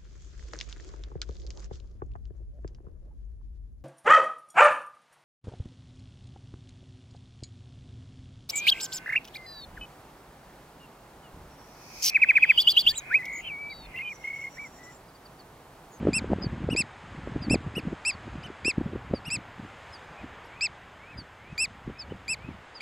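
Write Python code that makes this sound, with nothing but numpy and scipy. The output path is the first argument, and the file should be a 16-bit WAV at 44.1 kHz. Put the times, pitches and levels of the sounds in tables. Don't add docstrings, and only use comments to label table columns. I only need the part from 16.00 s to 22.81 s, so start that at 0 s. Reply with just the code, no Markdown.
import sys
import numpy as np
from scipy import signal
from scipy.fft import rfft, irfft
from scipy.io import wavfile
from scipy.ndimage import uniform_filter1d, minimum_filter1d

SR = 44100
rng = np.random.default_rng(int(sys.argv[2]) if len(sys.argv) > 2 else 0)


def convert_level_to_amplitude(level_db):
    exponent = np.asarray(level_db, float) / 20
    return 10 ** exponent


def transcribe(signal):
    frames = np.atleast_2d(signal).T
    limited = np.clip(frames, -1, 1)
    pcm = np.round(limited * 32767).astype(np.int16)
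    wavfile.write(sys.argv[1], SR, pcm)


N = 300321

# (crest_s, level_db, build_s to rise by 20 dB, eddy_pitch_hz)
GUSTS = [(0.0721, -16.4, 0.09, 442), (0.3199, -18.5, .06, 300), (0.445, -24.5, .07, 248),
         (0.5326, -26, .04, 174), (0.6901, -19.5, 0.03, 432), (0.806, -26.5, 0, 200),
         (1.2746, -26.5, 0.04, 450), (1.3634, -22, .04, 248), (1.5103, -16.5, 0.0157, 264),
         (1.5436, -16.5, 0.04, 499), (1.675, -31.5, 0.1, 110), (1.7817, -23, .03, 386),
         (1.8758, -23, .06, 178), (1.9305, -25, 0.03, 300), (2.2815, -33.5, 0.03, 257),
         (2.358, -32.5, 0.09, 247), (2.504, -33, 0, 350), (2.682, -23, 0.01, 350),
         (2.7834, -16.5, 0.01, 200), (2.8635, -25, 0.07, 180), (2.9597, -22, 0.0444, 328),
         (3.1382, -18, .035, 490), (3.2833, -31, 0.01, 179), (3.375, -35, 0.07, 130),
         (3.6503, -35.5, .06, 254), (4.2445, -31.5, 0.0446, 240), (5.1907, -38.5, .08, 248),
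         (5.9008, -32, 0.05, 357), (6.1226, -28.5, 0.05, 410), (6.4903, -31, 0.06, 262)]
# (middle_s, peak_db, pitch_hz)
EDDIES = [(0.0038, -28, 179), (0.0307, -23, 248), (0.0532, -21.5, 344), (0.0892, -16.5, 296),
          (0.129, -29, 244), (0.2235, -27.5, 213), (0.245, -27, 436), (0.304, -21.5, 298),
          (0.3334, -18.5, 577), (0.3859, -28.5, 357), (0.4689, -26.5, 149), (0.6462, -26, 182),
          (0.7107, -25, 154), (0.733, -25, 255), (0.752, -25, 352), (1.1492, -38, 237), (1.423, -30, 210),
          (1.4846, -23.5, 209), (1.5348, -15, 177), (1.5576, -17, 300), (1.8546, -30, 246),
          (2.1527, -37, 213), (2.6556, -27, 298), (2.8139, -19.5, 255), (2.9353, -29.5, 249),
          (3.1128, -25, 200), (3.5982, -35.5, 175), (5.5305, -36.5, 150), (5.8773, -30.5, 300),
          (6.5456, -41.5, 255)]


def evened(x):
    return x / np.sqrt(np.mean(x ** 2) + 1e-20)


def read(points, hz):
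    f, value = np.transpose(points)
    return np.interp(np.log(hz + 1), np.log(f + 1), value)


def add(mix, s, sound):
    part = mix[max(round(s * SR), 0):][:len(sound)]
    part += sound[:len(part)]


def along(table, at):
    s, *columns = np.transpose(table)
    return [uniform_filter1d(np.interp(at, s, c), size=30, mode="nearest") for c in columns]


def soft(sound):
    return sound * signal.windows.tukey(len(sound), 50 / len(sound))


def band_noise(lo_hz, hi_hz, order):
    sos = signal.butter(order, [lo_hz, hi_hz], "bandpass", fs=SR, output="sos")
    return evened(signal.sosfilt(sos, rng.standard_normal(N)))


def blowing():
    # (time_s, level_db)
    breeze = [(0, -39), (.81, -39), (.87, -53), (1.02, -56), (1.15, -43.5), (1.9, -47), (2.05, -62),
              (2.42, -42), (2.58, -66), (2.9, -43), (3.3, -54), (3.9, -61.5), (4.35, -58), (5.38, -66),
              (5.5, -47.5), (5.75, -56.5), (6.5, -52), (6.7, -73)]
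    stir_s, stir_db = 0.029, -4
    let_go = 0.73
    t = np.arange(0, N, 32) / SR
    power = convert_level_to_amplitude(2 * np.interp(t, *np.transpose(breeze)))
    swells = [(s, db, build_s) for s, db, build_s, hz in GUSTS]
    swells += [(s, db, stir_s) for s, db, hz in EDDIES]
    for s, db, build_s in swells:
        below_db = 20 * np.maximum(s - t, (t - s) / let_go) / build_s if build_s else None
        if below_db is None:
            with np.errstate(divide="ignore", invalid="ignore"):
                below_db = 20 * np.maximum(s - t, (t - s) / let_go) / np.float64(build_s)
        power = power + convert_level_to_amplitude(2 * (db + stir_db - below_db))
    return np.interp(np.arange(N) / SR, t, 10 * np.log10(power))


def wind(gust_db):
    deep_db = -41 + 0.64 * (uniform_filter1d(gust_db, size=900) + 30.5)
    lumps = uniform_filter1d(uniform_filter1d(rng.standard_normal(N), size=450), size=450)
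    lumps = np.tanh(evened(lumps) / 1.37) * 1.4
    body = convert_level_to_amplitude(gust_db - 8 + 5.0 * lumps) * band_noise(91, 304, order=2)
    edge = convert_level_to_amplitude(-62.0 + 1.94 * (gust_db + 31.5) + 11.0 * lumps) * band_noise(444, 623, order=2)
    rumble = convert_level_to_amplitude(deep_db + 2.1) * band_noise(47.6, 119.6, order=2)
    return body + edge + rumble


def eddies(gust_db):
    small_per_s, small_db, low_hz, high_hz = 14, 7, 114, 278
    out = np.zeros(N)
    strikes = [(s, db, hz) for s, db, build_s, hz in GUSTS] + EDDIES
    for when, height in rng.random((150, 2))[:round(small_per_s * N / SR)]:
        db = min(gust_db[int(when * N)] + small_db, -30)
        strikes.append((when * N / SR, db, low_hz * (high_hz / low_hz) ** height))
    for (s, db, hz), (phase, spread, snap) in zip(strikes, rng.random((len(strikes), 3))):
        cycles = np.arange(-2 / hz, 2 / hz, 1 / SR) * hz
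        push = np.exp(-(cycles / (0.33 + 0.25 * spread)) ** 2 / 2) * np.cos(2 * np.pi * (cycles + phase))
        flick = np.exp(-(cycles / 0.092) ** 2 / 2) * np.cos(2 * np.pi * (1.1 * cycles + snap))
        add(out, s - 2 / hz, convert_level_to_amplitude(db + 3.0) * (push + convert_level_to_amplitude(-6.5) * flick))
    return out


def opened(t):
    # (from_s, to_s)
    spans = [(.375, 0.53), (2.75, 4.62), (4.77, 5.5), (5.72, 6.64)]
    return sum(np.clip(np.minimum(t - a, b - t) / .02, 0, 1) for a, b in spans)


def shore():
    # (pitch_hz, level_db per Hz)
    wash = [(18, -35), (30, -10), (77, -8), (291, -9.5), (822, -3.5), (1810, -7), (3360, -17), (4300, -26),
            (5110, -27.5), (5790, -30.5), (6390, -29), (7410, -31), (11000, -48), (14300, -79),
            (22000, -120)]
    # (time_s, level_db)
    surge = [(0.0, -50), (0.28, -50), (0.89, -51.5), (1.42, -50), (1.93, -51), (2.37, -50), (3.05, -51.5),
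             (4.36, -50.5), (4.84, -53), (5.25, -54.5), (6.81, -53)]
    # (middle_s, rise_db, width_s)
    breakers = [
        (1.1, 1.1, .2),
        (2.05, 1.4, .2),
        (3.87, 3.5, 0.18),
    ]
    frames, hz = N // 256 + 5, np.fft.rfftfreq(1024, 1 / SR)
    a, b, patches = rng.standard_normal((frames, 513, 3)).T
    patches = evened(uniform_filter1d(uniform_filter1d(patches, size=10, axis=0), size=12, axis=1))
    t = np.arange(frames) * 256 / SR
    high = np.clip((hz[:, None] - 2500) / 3000, 0, 1)
    surge_db = np.interp(t, *np.transpose(surge))
    spray_db = -73 + 0.49 * (surge_db + 51) - 1.5 * opened(t)
    for s, db, width in breakers:
        spray_db = spray_db + db * np.exp(-((t - s) / width) ** 2 / 2)
    swell_db = (1 - high) * surge_db + high * (spray_db + 24)
    z = (a + 1j * b) * convert_level_to_amplitude(read(wash, hz)[:, None] + 0.72 * patches)
    still = signal.istft(z, nperseg=1024, noverlap=768)[1][:N]
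    return signal.istft(z * convert_level_to_amplitude(swell_db + 3.0), nperseg=1024, noverlap=768)[1][:N] / still.std()


def hiss():
    shut_db, open_db = -90, -83
    hiss_db = shut_db + (open_db - shut_db) * opened(np.arange(N) / SR)
    return convert_level_to_amplitude(hiss_db) * band_noise(8800, 15000, order=3)


def arched(share, rise, rise_power, fall, last_drop, snap_at, snap_width, snap):
    away = abs(2 * share - 1)
    up = rise * away ** rise_power + snap * np.clip((snap_at - share) / snap_width, 0, 1)
    down = fall * away ** 2 + last_drop * away ** 6
    return uniform_filter1d(1 - np.where(share < .5, up, down), size=30, mode="nearest")


def pipe(arch, effort, note, partials_db):
    # (pitch_hz, level_db)
    throat = [(1700, -3), (4500, 3), (5050, 4), (5400, 0), (5900, -7), (6800, -8), (7700, 0), (8800, 0),
              (9250, -12), (9900, -3), (10800, 0), (11750, 5), (12500, -24), (13450, -10)]
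    start, crest, end, top_hz, db = note
    share = np.interp(np.arange(start, end, 1 / SR), [start, crest, end], [0, .5, 1])
    sag = 1.6 * max(crest - start - .034, 0)
    dip = sag * np.sin(np.pi * np.clip(share / .45, 0, 1)) ** 2
    hz = top_hz * (arched(share, **arch) - dip)
    effort_db = along(effort, share)[0]
    turn = 2 * np.pi * np.cumsum(hz) / SR
    source_db = [0, *partials_db, partials_db[-1] - 14]
    lean = [1.0, .85, 1.6, 1.6, 1.2, 1.0]
    voice = 0
    for k in range(6):
        partial_hz = (k + 1) * hz
        loud = convert_level_to_amplitude(db + source_db[k] + lean[k] * effort_db + read(throat, partial_hz))
        below_top = np.clip((15800 - partial_hz) / 600, 0, 1)
        voice = voice + loud * below_top * np.cos((k + 1) * turn - 1.6 * k)
    return soft(voice)


def near_piper():
    # (start_s, crest_s, end_s, top_pitch_hz, level_db)
    pipes = [
        (0.1297, .165, .1995, 2725, -24),
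        (0.7607, .7945, .827, 2706, -22),
        (1.496, 1.527, 1.560, 2703, -24.5),
        (2.048, 2.082, 2.1165, 2705, -22.5),
        (2.645, 2.683, 2.720, 2727, -21.5),
        (3.3, 3.337, 3.373, 2706, -28),
        (4.607, 4.640, 4.675, 2697, -23.5),
        (5.576, 5.624, 5.6625, 2697, -23.5),
        (6.2778, 6.316, 6.352, 2683, -26.5),
        (6.8035, 6.838, 6.873, 2700, -27.5),
    ]
    # (second_db, third_db, fourth_db, fifth_db)
    pipe_partials = [(-7.5, -2.5, -14, -35), (-7.5, -4.5, -17, -39), (-8.5, -6, -15.5, -37),
                     (-9, -5.5, -16.5, -36), (-10, -9.5, -22, -43), (-6.5, -1.5, -17, -30),
                     (-5, -8, -31, -37.5), (-6.5, -4, -15.5, -26), (-8, -3.5, -13.5, -27),
                     (-11.5, -13, -13, -43)]
    pipe_arch = dict(rise=0.16, rise_power=1.6, fall=.2, last_drop=0.183, snap_at=0.045, snap_width=0.021, snap=0.235)
    # (share, level_db)
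    pipe_effort = [(0, -27), (.03, -13), (.045, -4.5), (.08, -5.5), (.3, -1.05), (.5, 0), (.75, -1.4),
                   (.89, -7), (1, -21.5)]
    out = np.zeros(N)
    for note, weights in zip(pipes, pipe_partials):
        add(out, note[0], pipe(pipe_arch, pipe_effort, note, weights))
    return out


def peep(length, top_hz, depth, db, octave_db):
    peep_slide = [(0, .09), (.1, .008), (.18, 0), (.28, .008), (.5, .056), (.72, .106), (.86, .12),
                  (1, .128)]
    # (share, level_db)
    peep_effort = [(0, -24), (.1, -12), (.18, -1.5), (.3, 3), (.5, 1.8), (.76, -3.5), (.9, -11), (1, -20)]
    share = np.arange(0, length, 1 / SR) / length
    hz = top_hz * (1 - depth * along(peep_slide, share)[0])
    turn = 2 * np.pi * np.cumsum(hz) / SR
    overtones = np.sin(2 * turn) + convert_level_to_amplitude(-17) * np.sin(3 * turn)
    return soft(convert_level_to_amplitude(db + along(peep_effort, share)[0]) * (np.sin(turn) + convert_level_to_amplitude(octave_db) * overtones))


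def small_bird():
    # (start_s, top_pitch_hz, depth of the slide as a factor, level_db, octave_db)
    peeps = [
        (.414, 5050, 0.91, -37.5, -48),
        (1.413, 4960, .93, -42.5, -33),
        (2.098, 5080, 1.1, -44.5, -46),
        (3.139, 4876, 0.77, -45.5, -26),
        (3.921, 5170, 1.1, -47.5, -21),
        (5.169, 4960, 0.99, -43, -27),
        (5.983, 5280, 1.36, -38, -38),
        (6.742, 4990, 0.83, -44.5, -36),
    ]
    out = np.zeros(N)
    for s, *note in peeps:
        add(out, s, peep(0.056, *note))
    return out


def second_bird():
    # (start_s, crest_s, end_s, top_pitch_hz, level_db)
    pips = [
        (.698, 0.724, .751, 2930, -31.5),
        (1.750, 1.775, 1.804, 2920, -30.5),
        (3.248, 3.277, 3.303, 2880, -36.5),
        (6.092, 6.113, 6.135, 3050, -52),
        (4.166, 4.192, 4.24, 2530, -50),
    ]
    # (second_db, third_db, fourth_db, fifth_db)
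    pip_partials = [(-13, -13.5, -28, -55), (-14.5, -17, -22, -24), (-8, -13.5, -18.5, -45),
                    (-22, -24, -36, -45), (-28, -30, -40, -50)]
    pip_arch = dict(rise=.2, rise_power=1.65, fall=.3, last_drop=.03, snap_at=.06, snap_width=0.057, snap=.14)
    # (share, level_db)
    pip_effort = [(0, -25), (.06, -10), (.17, -3.5), (.3, -1.8), (.45, -1), (.63, -1), (.76, -3.5),
                  (.86, -7.5), (1, -16)]
    # (start_s, crest_s, end_s, top_pitch_hz, level_db)
    yelps = [
        (2.426, 2.451, 2.478, 3064, -41.5),
        (4.434, 4.460, 4.482, 2850, -60.5),
    ]
    # (second_db, third_db, fourth_db, fifth_db)
    yelp_partials = [(-9, -16, -27, -38), (0, -14, -12, -20)]
    yelp_arch = dict(rise=.2, rise_power=1.88, fall=0.265, last_drop=.06, snap_at=.28, snap_width=.045, snap=.105)
    out = np.zeros(N)
    for calls, partials, arch in [(pips, pip_partials, pip_arch), (yelps, yelp_partials, yelp_arch)]:
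        for note, weights in zip(calls, partials):
            add(out, note[0], pipe(arch, pip_effort, note, weights))
    return out


def far_wader():
    # (crest_s, level_db)
    whistles = [
        (4.615, -49.5),
        (5.121, -49.5),
        (5.532, -51.5),
        (6.017, -53),
        (6.487, -51.5),
    ]
    # (time_s from the crest, pitch_hz, level_db)
    whistle = [(-.135, 2050, -16), (-.115, 2130, -7), (-.045, 2430, -3), (-.035, 2560, 0),
               (-.018, 2520, -2), (0, 2610, 0), (.008, 2430, -3), (.035, 2200, -5), (.05, 1950, -16)]
    first_s, last_s = whistle[0][0], whistle[-1][0]
    hz, swell_db = along(whistle, np.arange(first_s, last_s, 1 / SR))
    tone = np.sin(2 * np.pi * np.cumsum(hz) / SR)
    out = np.zeros(N)
    for s, db in whistles:
        shimmer_db = 2.5 * evened(uniform_filter1d(rng.standard_normal(len(hz)), size=500))
        add(out, s + first_s, soft(convert_level_to_amplitude(db + swell_db + shimmer_db) * tone))
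    return out


def chip(length, start_hz, end_hz, db):
    turn = 2 * np.pi * np.cumsum(np.linspace(start_hz, end_hz, round(length * SR))) / SR
    octave_db = 1.5 if end_hz < start_hz else -22
    return convert_level_to_amplitude(db) * np.hanning(len(turn)) ** .5 * (np.sin(turn) + convert_level_to_amplitude(octave_db) * np.sin(2 * turn))


def chips():
    # (start_s, length_s, start_hz, end_hz, level_db)
    chip_notes = [
        (6.011, .016, 3850, 3500, -56),
        (6.800, .006, 2950, 3450, -45),
    ]
    out = np.zeros(N)
    for s, *note in chip_notes:
        add(out, s, chip(*note))
    return out


def masked(x):
    masked_db, from_hz = -49, 5600
    hz, t, z = signal.stft(x, SR, nperseg=1024)
    near = uniform_filter1d(abs(z), size=9, axis=1)
    loudest = -minimum_filter1d(-abs(z), size=101, axis=1)
    keep = (near > convert_level_to_amplitude(masked_db) * loudest) | (hz[:, None] < from_hz)
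    return signal.istft(z * keep, SR, nperseg=1024)[1][:, :N]


def filled(x):
    # (middle_s, low_hz, high_hz)
    cells = [(.434, 4650, 5200), (1.228, 6900, 8250), (1.262, 4650, 6250), (1.632, 5170, 6890),
             (2.679, 7600, 8400), (2.942, 6890, 8270), (3.678, 5700, 6890), (4.05, 5170, 7550),
             (5.152, 5170, 6330), (6.508, 6330, 7550)]
    hz, t, z = signal.stft(x, SR, nperseg=1024)
    for s, lo, hi in cells:
        cell = np.ix_([0, 1], (hz > lo) & (hz < hi), abs(t - s) < .025 / 2)
        loud = np.sqrt(abs(uniform_filter1d(abs(z[cell]) ** 2, size=9, axis=1)))
        z[cell] = 1.4 * loud * np.exp(2j * np.pi * rng.random(z[cell].shape))
    return signal.istft(z, SR, nperseg=1024)[1][:, :N]


def scene():
    gust_db = blowing()
    air = wind(gust_db) + eddies(gust_db) + shore() + hiss()
    birds = near_piper() + small_bird() + second_bird() + far_wader() + chips()
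    return np.tile(air + birds, (2, 1))


def top_cut(x):
    return signal.sosfilt(signal.butter(12, 15700, fs=SR, output="sos"), x)


def record(dry):
    # (pitch_hz, width_hz, level_db)
    notches = [
        (5780, 260, -10),
        (6900, 150, -4),
    ]
    hz = np.fft.rfftfreq(N, 1 / SR)
    colour_db = sum(db / (1 + (2 * (hz - f) / width) ** 2) for f, width, db in notches)
    housed = irfft(rfft(dry) * convert_level_to_amplitude(colour_db), N)
    mix = filled(masked(housed))
    return top_cut(mix)


dry = scene()
out = record(dry)
transcribe(out)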